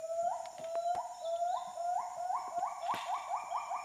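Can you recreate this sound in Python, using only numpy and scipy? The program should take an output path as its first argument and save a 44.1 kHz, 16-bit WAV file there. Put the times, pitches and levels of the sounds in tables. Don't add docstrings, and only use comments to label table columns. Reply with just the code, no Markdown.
import sys
import numpy as np
from scipy import signal
from scipy.fft import rfft, irfft
from scipy.io import wavfile
from scipy.ndimage import uniform_filter1d

SR = 44100
rng = np.random.default_rng(int(sys.argv[2]) if len(sys.argv) > 2 else 0)


def convert_level_to_amplitude(level_db):
    exponent = np.asarray(level_db, float) / 20
    return 10 ** exponent


def dump(signal):
    limited = np.clip(np.atleast_2d(signal).T, -1, 1)
    pcm = np.round(limited * 32767).astype(np.int16)
    wavfile.write(sys.argv[1], SR, pcm)


N = 169344


def evened(x):
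    return x / np.sqrt(np.mean(x ** 2) + 1e-20)


def read(points, hz):
    point_hz, value = np.transpose(points)
    return np.interp(np.log(hz + 1), np.log(point_hz + 1), value)


def add(mix, start_s, sound):
    part = mix[max(round(start_s * SR), 0):][:len(sound)]
    part += sound[:len(part)]


def resonate(x, hz, width_hz):
    turn = np.exp(2j * np.pi * hz * np.arange(len(x)) / SR)
    r = np.exp(-np.pi * abs(width_hz) / SR)
    return 2 * (turn * signal.lfilter([1 - r], [1, -r], x / turn)).real


def coloured(x, points):
    gain = convert_level_to_amplitude(read(points, np.fft.rfftfreq(len(x), 1 / SR)))
    return irfft(rfft(x) * gain, len(x))


def wander(rate_hz, count=N):
    z = rfft(rng.standard_normal(count))
    hz = np.arange(len(z)) * SR / count
    return evened(irfft(z * np.exp(-(hz / rate_hz) ** 2), count))


# pitch_hz, t60_s
FOREST_DECAY = [(600, 1.22), (1200, 1.14), (2400, 1), (4000, 0.78)]


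def forest(x, wet_db):
    hz, t, z = signal.stft(rng.standard_normal(2 * SR), SR, nperseg=512)
    fade = convert_level_to_amplitude(-60 * t / read(FOREST_DECAY, hz)[:, None])
    tail = signal.istft(z * fade, SR, nperseg=512)[1]
    tail *= np.minimum(np.arange(len(tail)) / SR / 0.004, 1)
    hz = np.fft.rfftfreq(len(tail), 1 / SR)
    song_band = (hz > 500) & (hz < 4000)
    tail /= np.sqrt(np.mean(abs(rfft(tail)[song_band]) ** 2))
    return x + convert_level_to_amplitude(wet_db) * signal.fftconvolve(x, tail)[:len(x)]


# pitch_hz, level_db
THROAT = [(560, -2.5), (650, -5), (730, 1.5), (800, -2), (950, 2), (1100, -2.5), (1200, -1.5)]
# pitch_hz, level_db
OCTAVE = [(1240, -62), (1310, -29), (1450, -26), (1650, -24.5), (2100, -26.5), (2260, -14), (2370, -9.5),
          (2450, -16)]
LOW_HZ, SCOOP_S = 566.8, 0.02008
CLIMB_HZ_PER_S, EASE_HZ, EASE_S = 160, 40.26, .04
BEND_S, SETTLE, FLICK_S = 0.00931, 0.748, .049
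SWELL_DB, SWELL_S, RELEASE_S = -18, .02, .012
FLICK_DB_PER_HZ, FULL_TOP_HZ = .085, 1120
SHADOW_HZ = 1520


def whoop(start_s, flick_s, knee_hz, top_hz, effort_db):
    knee_s = flick_s - start_s
    t = np.arange(0, knee_s + FLICK_S, 1 / SR)
    ease = EASE_HZ * (np.exp(np.minimum(t - knee_s, 0) / EASE_S) - 1)
    climb = knee_hz + CLIMB_HZ_PER_S * (t - knee_s) + ease
    slow = climb - (climb[0] - LOW_HZ) * np.exp(-t / SCOOP_S)
    bend = np.logaddexp(0, (t - knee_s) / BEND_S)
    flick = np.tanh(bend / bend[-1] / SETTLE) / np.tanh(1 / SETTLE)
    hz = slow + (top_hz - slow[-1]) * flick
    phase = 2 * np.pi * np.cumsum(hz) / SR

    edges = np.minimum(t / 0.0076, 1) * np.minimum((t[-1] - t) / RELEASE_S, 1)
    level = edges * convert_level_to_amplitude(effort_db + 3 + SWELL_DB * np.exp(-t / SWELL_S))
    level *= convert_level_to_amplitude(FLICK_DB_PER_HZ * min(top_hz - FULL_TOP_HZ, 0) * np.clip(bend, 0, 1))
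    note = level * convert_level_to_amplitude(read(THROAT, hz)) * np.sin(phase)
    octave = level * convert_level_to_amplitude(read(OCTAVE, 2 * hz)) * np.sin(2 * phase)
    hidden = np.clip((2 * hz - SHADOW_HZ) / 150, 0, 1)
    return note + (1 - hidden) * octave, hidden * octave


# start_s, flick_s, pitch_at_flick_hz, top_hz, effort_db
WHOOPS = [(-.1, 0.304, 730.4, 1035, -34.5), (0.569, 0.974, 747.3, 1036, -36),
          (1.21, 1.54, 748.6, 1068, -35), (1.751, 1.978, 756.7, 1119, -36),
          (2.161, 2.335, 768.7, 1157, -36.5), (2.506, 2.64, 749, 1177, -36),
          (2.802, 2.892, 736.4, 1196, -34.5), (3.056, 3.125, 753, 1199, -33.5),
          (3.273, 3.339, 743.7, 1240, -36.5), (3.481, 3.545, 726.6, 1230, -35),
          (3.678, 3.733, 735.3, 1241, -35)]
LEAD = SR
WAVER_DB, SONG_WET_DB, OCTAVE_WET_DB = 2.5, -3.5, 2
SHADOW = .55


def gibbon():
    song, octave = np.zeros((2, N + LEAD))
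    for row in WHOOPS:
        open_part, hidden_part = whoop(*row)
        add(song, row[0] + LEAD / SR, open_part)
        add(octave, row[0] + LEAD / SR, hidden_part)
    waver = convert_level_to_amplitude(WAVER_DB * wander(26.2, count=N + LEAD))
    song = forest(song * waver, SONG_WET_DB)
    return (song + forest(octave, OCTAVE_WET_DB) - SHADOW * octave)[LEAD:]


# start_s, length_s, from_hz, to_hz, level_db
BIRDS = [(0, 0.022, 2520, 2430, -66), (0.237, .07, 3400, 3048, -70), (0.656, .3, 4080, 3970, -69.5),
         (0.86, 0.051, 3180, 3075, -67), (1.142, 0.012, 3750, 3640, -60), (1.18, 0.04, 2600, 3960, -53),
         (1.22, 0.043, 2900, 4280, -59), (1.236, .04, 5200, 3430, -55), (1.468, 0.056, 2800, 3840, -53),
         (1.511, 0.031, 3100, 4150, -52), (1.545, 0.046, 5300, 3497, -54), (2.818, 0.019, 3800, 3400, -58),
         (3.151, 0.068, 3900, 3540, -66), (3.506, 0.017, 2900, 3260, -50), (3.55, 0.036, 3140, 3040, -60)]
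GLIDE_SHARE = 0.21
RISING_DB = -9
FLUTTER_DB, BIRD_WET_DB = 2.2, -2.5


def birds():
    out = np.zeros(N)
    for start_s, length_s, from_hz, to_hz, level_db in BIRDS:
        u = np.arange(0, 1, 1 / SR / length_s)
        hz = to_hz + (from_hz - to_hz) * np.exp(-u / GLIDE_SHARE)
        flutter_db = FLUTTER_DB * wander(70, count=len(u) + 999)[:len(u)]
        level = convert_level_to_amplitude(level_db + 6 + RISING_DB * (to_hz > from_hz) + flutter_db)
        swell = np.sin(np.pi * u ** 1.3) ** .5
        add(out, start_s, level * swell * np.sin(2 * np.pi * np.cumsum(hz) / SR))
    return forest(out, BIRD_WET_DB) - .4 * out


# pitch_hz, width_hz, level_db, throb_rate_hz, throb_db
CHOIRS = [
    (6960, 277, -62, 33, 1),
    (5900, 375, -69, 19, 0.5),
    (9300, 560, -71, 28, 1),
    (13100, 2500, -77, 90, -0.3),
]
WHINE_HZ, WHINE_WIDTH_HZ, WHINE_DB = 5384, 13, -70


def insects():
    out = np.zeros(N)
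    for pitch_hz, width_hz, level_db, throb_rate_hz, throb_db in CHOIRS:
        offset = abs((np.fft.rfftfreq(N, 1 / SR) - pitch_hz) / width_hz)
        bell = np.exp(-offset ** 1.28 / 2)
        band = irfft(rfft(rng.standard_normal(N)) * bell, N)
        throb = convert_level_to_amplitude(level_db + throb_db * wander(throb_rate_hz) + .5 * wander(2.2))
        out += throb * evened(band)
    narrow = resonate(rng.standard_normal(N), WHINE_HZ, WHINE_WIDTH_HZ)
    whine = evened(resonate(narrow, WHINE_HZ, 40))
    return out + convert_level_to_amplitude(WHINE_DB) * convert_level_to_amplitude(2.5 * wander(6)) * whine


# start_s, level_db, low_hz, high_hz, t60_s
TAPS = [(0.457, -34, 1350, 4630, 0.037), (.5826, -41, 1300, 3300, 0.029), (0.643, -41, 900, 3340, 0.054),
        (0.7544, -31.5, 378, 1204, 0.0075), (.952, -36, 1500, 8800, 0.014),
        (1.3603, -47.5, 3010, 3900, 0.041), (2.592, -47, 1200, 3500, 0.064), (2.865, -41, 1190, 3770, 0.04),
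        (2.9075, -39, 1200, 2980, 0.03), (2.9465, -36, 8800, 14000, .01), (3.128, -56, 10600, 12600, 0.009),
        (3.236, -60, 9000, 13900, 0.0089)]
# start_s, level_db, low_hz, high_hz, t60_s
BUMPS = [(.002, -51, 101, 860, 0.024), (0.228, -57, 121, 256, 0.31), (0.437, -63.5, 70.5, 158, 0.076),
         (0.529, -53, 250, 875, 0.11), (0.591, -47, 130, 535, 0.25), (0.95, -34, 130, 1020, 0.12),
         (1.672, -57, 148, 213, 0.12), (2.002, -56, 120, 445, 0.075), (2.17, -60, 102, 194, .1),
         (2.388, -60, 280, 410, 0.12), (2.478, -44, 134, 740, 0.081), (2.583, -42, 138, 700, 0.072),
         (2.9399, -26, 159, 1730, 0.1), (3.171, -58.5, 250, 418, 0.16), (3.437, -53.5, 123, 407, 0.05),
         (3.759, -63, 225, 330, 0.034)]


def knocks():
    out, t = np.zeros(N), np.arange(SR // 8) / SR
    for start_s, level_db, low_hz, high_hz, t60_s in TAPS + BUMPS:
        rattle = rng.standard_normal(len(t)) * convert_level_to_amplitude(-60 * t / t60_s) * 0.07
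        blow = rattle + (t == 0)
        case = signal.butter(2, [low_hz, high_hz], "band", fs=SR, output="sos")
        knock = signal.sosfilt(case, blow)
        add(out, start_s, convert_level_to_amplitude(level_db + 2) * knock / abs(knock).max())
    return out


# start_s, rise_s, t60_s, level_db
RUSTLES = [
    (0.578, 0.016, 1, -61),
    (2.8, 0.094, 0.94, -52),
    (2.935, 0.022, 1, -47),
]
# pitch_hz, level_db
RUSTLE_COLOUR = [(740, -38), (1250, -13), (1950, -7), (2560, -9), (3650, -8), (5530, -21), (6330, -20),
                 (9300, -23), (15000, -39)]
# pitch_hz, width_hz, level_db
TWIG = [(1940, 40, -8), (2730, 40, -2), (3200, 70, -7), (3560, 70, -5)]


def rustles():
    size = convert_level_to_amplitude(1.33 * np.minimum(rng.exponential(1, N), 4))
    falls = rng.random(N) < 2500 / SR
    grains = size * falls * rng.standard_normal(N)
    leaves = evened(coloured(grains, [(150, -44)] + list(RUSTLE_COLOUR)))
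    rings = sum(convert_level_to_amplitude(level_db) * resonate(leaves, hz, width_hz) for hz, width_hz, level_db in TWIG)
    leaves = evened(leaves + 3.0 * rings)
    t, shape = np.arange(N) / SR, np.zeros(N)
    for start_s, rise_s, t60_s, level_db in RUSTLES:
        rise = np.clip((t - start_s) / rise_s, 0, 1)
        shape += rise * convert_level_to_amplitude(level_db - 60 * np.maximum(t - start_s, 0) / t60_s)
    return shape * leaves * convert_level_to_amplitude(2.5 * wander(35))


# pitch_hz, level_db
AIR = [(25, -19), (60, -1), (400, -8), (1500, -7.5), (5000, -12.5), (8000, -11), (14200, -32.5),
       (14800, -31)]
AIR_DB = -66


def air():
    level = convert_level_to_amplitude(AIR_DB + .8 * wander(8))
    return level * evened(coloured(rng.standard_normal(N), AIR))


def scene():
    return (gibbon() + birds() + insects() + knocks() + rustles() + air())[None]


def band_limit(x):
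    return signal.sosfilt(signal.butter(12, 15690, fs=SR, output="sos"), x)


GATE_DB, GATE_DEPTH_DB = -3.5, -30
EDGE_HZ = 15300


def record(dry):
    hz, _, z = signal.stft(dry[0], SR, nperseg=2048)
    power = uniform_filter1d(abs(z) ** 2, size=3, axis=0)
    around = uniform_filter1d(power, size=91, axis=0)
    weak = power < convert_level_to_amplitude(2 * GATE_DB) * around
    depth_db = GATE_DEPTH_DB * np.clip((hz[:, None] - 4000) / 5000, 0, 1)
    gated = signal.istft(z * convert_level_to_amplitude(depth_db * weak), SR, nperseg=2048)[1][None, :N]
    low_pass = signal.firwin(801, EDGE_HZ, window=("kaiser", 9), fs=SR)[None]
    return band_limit(signal.oaconvolve(gated, low_pass, "same"))


dry = scene()
out = record(dry)
dump(out)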